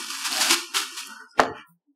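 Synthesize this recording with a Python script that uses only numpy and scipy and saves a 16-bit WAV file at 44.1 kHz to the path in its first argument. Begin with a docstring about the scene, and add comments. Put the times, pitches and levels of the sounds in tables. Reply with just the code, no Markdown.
"""A small, quiet room with a wooden table. A folded piece of stiff cotton is pulled from a pile and carried
over the table. Stick-slip friction makes the weave rasp, while buckling makes the folds flap and the
creases snap. The hand lands with the cloth in a quick double knock that excites the modes of the table
top, and the cloth settles with a faint brush. A noise suppressor thins the faint parts."""
import sys
import numpy as np
from scipy import signal
from scipy.fft import rfft, irfft
from scipy.io import wavfile
from scipy.ndimage import uniform_filter1d, minimum_filter1d

SR = 44100
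rng = np.random.default_rng(int(sys.argv[2]) if len(sys.argv) > 2 else 0)


def bounce(signal):
    """Save signal as a 16-bit WAV file at the path given by the first command-line argument."""
    frames = np.transpose(np.atleast_2d(signal))
    limited = np.clip(frames, -1, 1)
    pcm = np.round(limited * 32767).astype(np.int16)
    wavfile.write(sys.argv[1], SR, pcm)


N = 85995

# Envelopes of the rubbing weave and the flapping folds: time_s, relative_level_db
RUB_ENVELOPE = [(0.0, -30), (0.064, -37), (0.096, -31.5), (0.238, -32), (0.252, -24), (0.298, -30.5),
                (0.324, -26), (0.398, -26), (0.416, -17), (0.456, -23.5), (0.492, -24), (0.508, -15),
                (0.544, -18.5), (0.556, -31), (0.676, -56.5), (0.732, -46.5), (0.743, -36), (0.748, -23.5),
                (0.77, -20), (0.866, -40), (0.934, -41), (0.962, -36.5), (0.976, -30.5), (1.008, -31.5),
                (1.02, -38), (1.32, -57), (1.45, -100)]
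FLAP_ENVELOPE = [(0.0, -43), (0.1, -51), (0.27, -49), (0.318, -42), (0.408, -40), (0.474, -43),
                 (0.514, -31.5), (0.578, -55.5), (0.66, -61), (0.756, -44.5), (0.904, -53), (1.122, -49.5),
                 (1.4, -58)]
# Spectra of the noisy sounds: frequency_hz, relative_level_db
RUB_SPECTRUM = [(300, -43), (680, -17.5), (880, -4.5), (1450, 0), (2070, -5), (2750, 0), (3900, -3.5),
                (4700, -1), (6500, -5), (10300, -9.5), (13000, -16.5), (15500, -30.5)]
FLAP_SPECTRUM = [(60, -31), (160, -15.5), (255, 0.5), (400, -1.5), (640, -9), (890, -2), (1300, -29.5),
                 (3000, -52.5)]
HOLLOW_SPECTRUM = [(60, -40), (260, -8.5), (520, -12), (760, 8), (900, -13.5), (4000, -60)]  # the cloth leaves the pile
SCRAPE_SPECTRUM = [(600, -20), (1200, -5), (4000, -3), (11000, 4.5), (15000, -13)]  # the last corner scrapes free
SLIDE_SPECTRUM = [(100, -24), (440, -0.5), (730, -11.5), (895, 2.5), (1100, -7), (1460, 10.5), (1750, -4.5),
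                  (2200, -13.5), (5000, -14.5), (15000, -48.5)]  # fingers slide on it
BRUSH_SPECTRUM = [(300, -21.5), (3800, -15.5), (5100, 9), (6300, -9), (8000, -0.5), (15000, -25.5)]  # it is lowered
SWISH_SPECTRUM = [(30, -17.5), (200, 1), (620, 5.5), (1500, -12), (2200, -1), (5000, -14.5), (15000, -35.5)]  # noise swells just before the knock and fades under it
THUD_SPECTRUM = [(40, -17.5), (87, 1.5), (170, -1.5), (450, 8), (620, -10), (3000, -62)]  # the layers come down
SETTLE_SPECTRUM = [(100, -6), (272, 10), (750, -17.5), (1100, 6), (1650, 13), (2000, 7), (3050, 5.5),
                   (3700, -14), (5200, -4), (6500, -10), (15000, -23.5)]
TRAIL_SPECTRUM = [(600, -24), (1100, -1), (1600, 2), (2300, -12)]  # the fingers trail off
BACKGROUND_SPECTRUM = [(40, -13), (280, -2.5), (1100, -11.5), (15000, -41)]
# Soft, low bumps, the last two faint ones as the hand lets go: start_s, level_db, pitch_hz, t60_s
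BUMPS = [(0.089, -42.5, 271.1, .3), (0.178, -43.5, 420.4, .3), (.21, -43, 560, .25), (.405, -35, 742, .14),
         (.498, -23.5, 272.5, .15), (.503, -20.5, 342.6, .14), (.742, -35, 401.7, .25),
         (.785, -39.5, 315.4, .2), (.91, -44.5, 388, 0.32), (.98, -47, 640, 0.26), (1.086, -38, 552.6, .3),
         (1.092, -43, 226, .18), (1.2, -43.5, 437, .4), (1.3, -48, 420.9, 0.83), (1.689, -48, 169, .3),
         (1.879, -45, 278.3, 0.197)]
# Light strokes of the cloth and the swish: start_s, attack_s, hold_s, release_t60_s, level_db
STROKES = [ (.245, 0.15, 0.072, 0.37, -37), (1.064, 0.0043, 0.0043, 0.028, -40.5),
           (1.072, 0.017, 0.13, 0.64, -43.5), (1.283, 0.0057, 0.02, 0.34, -53),
           (1.372, 0.02, 0.014, 0.23, -27), (1.392, 0.033, 0.095, 0.17, -39),
           (1.532, 0.027, 0.05654, 0.22, -41), (1.66, 0.011, 0.042, 0.22, -51), ]
# Crease snaps: start_s, level_db, pitch_hz
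SNAPS = [(0.328, -7, 4560), (0.371, -7, 5000), (0.768, -6, 3100), (0.828, -22.5, 1445),
         (1.033, -22.5, 2590), (1.103, -34, 1383), (1.128, -36, 1510), (1.171, -32, 1470)]
# A padded blow, a hard one and two light rebounds: start_s, gain_db, contact_bandwidth_hz
BLOWS = [(1.3951, 4, 1670), (1.4011, -2, 10180), (1.4141, -15.5, 3800), (1.4349, -14, 5000)]
# Modes of the table top: frequency_hz, relative_level_db, t60_s
TABLE_MODES = [(262.8, -23, 0.28), (439.3, -17.5, 0.14), (596, -15.5, 0.0966), (722, -4.5, 0.021),
               (910.8, -3, 0.011), (1089, -15.5, 0.11), (1270, -8, 0.025), (1794, -4.5, 0.01),
               (3030, -11.5, 0.0078), (4500, -6, 0.0036), (7160, -6, 0.0014)]
# Reverberation time of the room: frequency_hz, t60_s
ROOM_T60 = [(100, 0.32), (300, 0.5056), (700, 0.4722), (1300, 0.475), (3000, 0.58), (8000, 0.56)]
# Spectrum of the reverberation: frequency_hz, relative_level_db
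ROOM_SPECTRUM = [(80, -3.5), (270, -4), (500, 11), (800, 0), (1500, 0.5), (3000, -0.5), (12000, -4.5)]
# Nominal threshold of the noise suppressor: frequency_hz, level_db
GATE_THRESHOLD = [(60, -67), (270, -63.5), (480, -57), (700, -54.5), (1050, -69), (1600, -66), (2100, -64),
                  (3000, -70), (4100, -62), (5200, -72), (15000, -86)]


def undb(db):
    """Amplitude ratio of a level in decibels."""
    return 10 ** (np.asarray(db) / 20)


def unit(x):
    """Normalisation to an rms of 1."""
    return x / np.sqrt(np.mean(x ** 2) + 1e-18)


def clock():
    """Time of every sample in seconds."""
    return np.arange(N) / SR


def decay(age, t60):
    """Exponential damping: 60 dB lost in t60 seconds."""
    return np.exp(-np.log(1000) * age / t60)


def along(table, at):
    """Linear interpolation in a two-column table."""
    return np.interp(at, *np.array(table, float).T)


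def on_log(points, hz):
    """Interpolation on a logarithmic frequency axis."""
    freqs, values = np.array(points, float).T
    return np.interp(np.log(np.maximum(hz, 1)), np.log(freqs), values)


def colour(x, spectrum):
    """Zero-phase filtering by a spectral envelope."""
    size = 2 * len(x)
    gain = undb(on_log(spectrum, np.fft.rfftfreq(size, 1 / SR)))
    return irfft(rfft(x, size) * gain, size)[:len(x)]


def wander(rate_hz):
    """Random modulation: interpolated Gaussian steps with an rms of 1."""
    steps = rng.standard_normal(N)
    return unit(np.interp(clock() * rate_hz, np.arange(N), steps))


def slips(spectrum, per_s, scatter_db, flurry_hz=172.6, flurry_db=0.9):
    """Stick-slip friction: threads catch and let go in flurries of clicks, filtered and set to rms 1."""
    chance = np.clip(per_s / SR, 1e-4, 1)
    size = undb(scatter_db * np.minimum(rng.exponential(size=N), 5))
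    slipping = rng.random(N) < chance
    clicks = slipping * rng.choice([-1, 1], N) * size / np.sqrt(chance)  # same power at any rate
    flurries = undb(flurry_db * wander(flurry_hz))
    return unit(colour(clicks * flurries, spectrum))


def rubbing(peak_slips_per_s=16000, gain_db=-1):
    """Friction of cloth on cloth: the slip rate follows a power law of the rubbing effort."""
    effort = undb(along(RUB_ENVELOPE, clock()))
    per_s = peak_slips_per_s * (effort / effort.max()) ** 0.28
    return undb(gain_db) * effort * slips(RUB_SPECTRUM, per_s, scatter_db=3)


def flapping(gain_db=0.5):
    """Buckling of the folds: random pulses merge into a soft, hollow flutter."""
    envelope = undb(gain_db + along(FLAP_ENVELOPE, clock()))
    return envelope * slips(FLAP_SPECTRUM, per_s=1700, scatter_db=0.5)


def bumps(rise_s=0.009, jitter_rad=0.15):
    """Damped oscillation: soft bumps and faint blips, each at its own low pitch."""
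    out = np.zeros(N)
    for start, db, hz, t60 in BUMPS:
        age = np.maximum(clock() - start, 0)
        ring = np.sin(2 * np.pi * hz * age + jitter_rad * wander(rate_hz=90))
        out += undb(db) * ring * (1 - np.exp(-age / rise_s)) * decay(age, t60)
    return out


def stroke(shape, spectrum, per_s, scatter_db):
    """Shot noise under an envelope: sparse clicks swell, hold and die away, as in a light slide."""
    start, attack, hold, t60, db = shape
    age = clock() - start
    envelope = np.clip(age / attack, 0, 1) * decay(np.maximum(age - attack - hold, 0), t60)
    return undb(db) * envelope * slips(spectrum, per_s, scatter_db)


def snaps(rise_s=0.00011, decay_cycles=3.2, jitter_rad=0.3):
    """Snap-through buckling: taut creases pop over and ring for a few rough cycles."""
    out = np.zeros(N)
    for start, db, hz in SNAPS:
        age = np.maximum(clock() - start, 0)
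        ring = np.sin(2 * np.pi * hz * age + jitter_rad * wander(hz))
        out += undb(db) * ring * (1 - np.exp(-age / rise_s)) * np.exp(-age * hz / decay_cycles)
    return signal.sosfilt(signal.butter(4, 800, "high", fs=SR, output="sos"), out)


def knock(crack_db=-16, crack_s=0.0019):
    """Modal response to impact: blows ring the table top, and softer contact excites less treble."""
    t, out = clock(), np.zeros(N)
    wood = sum((-1) ** k * undb(db) * np.sin(2 * np.pi * hz * t) * decay(t, t60)
               for k, (hz, db, t60) in enumerate(TABLE_MODES))
    for start, db, contact_hz in BLOWS:
        crack = undb(crack_db) * rng.standard_normal(N) * np.exp(-t / crack_s)
        hit = signal.sosfilt(signal.butter(2, contact_hz, fs=SR, output="sos"), wood + crack)
        out += undb(db) * np.interp(t - start, t, hit, left=0)
    return out


def reverberation(x, gain_db=-10.5, onset_s=0.0034):
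    """Diffuse reflection in a small room: each octave decays at its own rate."""
    t, freqs = clock(), np.fft.rfftfreq(N, 1 / SR)
    noise, tail = rfft(rng.standard_normal(N)), np.zeros(N)
    for hz in 31.25 * 2 ** np.arange(10):
        octave = np.maximum(1 - abs(np.log2(np.maximum(freqs, 1) / hz)), 0)
        tail += irfft(noise * octave, N) * decay(t, on_log(ROOM_T60, hz))
    fade_in = np.clip(2 * t / onset_s - 1, 0, 1)
    response = colour(tail / np.sqrt(np.sum(tail ** 2)), ROOM_SPECTRUM) * fade_in
    return undb(gain_db) * signal.fftconvolve(x, response)[:N]


def suppress(x, depth_db=-36, knee_db=0.7, ripple_db=4.5):
    """Spectral gating: narrow bands open only near times above threshold, so faint sounds turn glassy."""
    framing = dict(fs=SR, nperseg=2048, noverlap=1536)
    hz, _, bands = signal.stft(x, **framing)
    ripple = unit(uniform_filter1d(rng.standard_normal(len(hz)), size=9))
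    threshold_db = on_log(GATE_THRESHOLD, hz) + ripple_db * ripple
    excess_db = 20 * np.log10(abs(bands) + 1e-12) - threshold_db[:, None]
    lasting = minimum_filter1d(excess_db, size=2)  # a band must pass for two frames
    held = -minimum_filter1d(-lasting, size=5)  # and opens for at least five
    opening = uniform_filter1d(0.5 + 0.5 * np.tanh(held / (2 * knee_db)), size=3)
    gain = np.maximum(opening, undb(depth_db))
    return signal.istft(bands * gain, **framing)[1][..., :N]


def scene():
    """Superposition of cloth, table and reverberation over a very faint background."""
    hollow, scrape, slide, brush, swish, thud, settle, trail = STROKES
    pulling = stroke(hollow, HOLLOW_SPECTRUM, per_s=1800, scatter_db=-0.5)
    pulling += stroke(scrape, SCRAPE_SPECTRUM, per_s=4300, scatter_db=3.5)
    carrying = stroke(slide, SLIDE_SPECTRUM, per_s=1400, scatter_db=1.5)
    carrying += stroke(brush, BRUSH_SPECTRUM, per_s=4300, scatter_db=6)
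    rustle = rubbing() + flapping() + snaps() + bumps() + pulling + carrying
    swishing = stroke(swish, SWISH_SPECTRUM, per_s=7600, scatter_db=4)
    landing = stroke(thud, THUD_SPECTRUM, per_s=5200, scatter_db=3)
    settling = stroke(settle, SETTLE_SPECTRUM, per_s=2600, scatter_db=-3.5)
    leaving = stroke(trail, TRAIL_SPECTRUM, per_s=1200, scatter_db=0)
    table = knock()
    background = undb(-79) * unit(colour(rng.standard_normal(N), BACKGROUND_SPECTRUM))
    room = reverberation(table + undb(3.5) * rustle)
    return (rustle + swishing + table + landing + settling + leaving + room + background)[None]


def record(dry, ceiling=1.1, cutoff_hz=15700):
    """Soft saturation rounds the knock; gating thins faint sounds and a low-pass limits the bandwidth."""
    rounded = ceiling * np.tanh(dry / ceiling)
    low_pass = signal.ellip(10, 0.2, 80, cutoff_hz, fs=SR, output="sos")
    return signal.sosfilt(low_pass, suppress(rounded))


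dry = scene()
out = record(dry)
bounce(out)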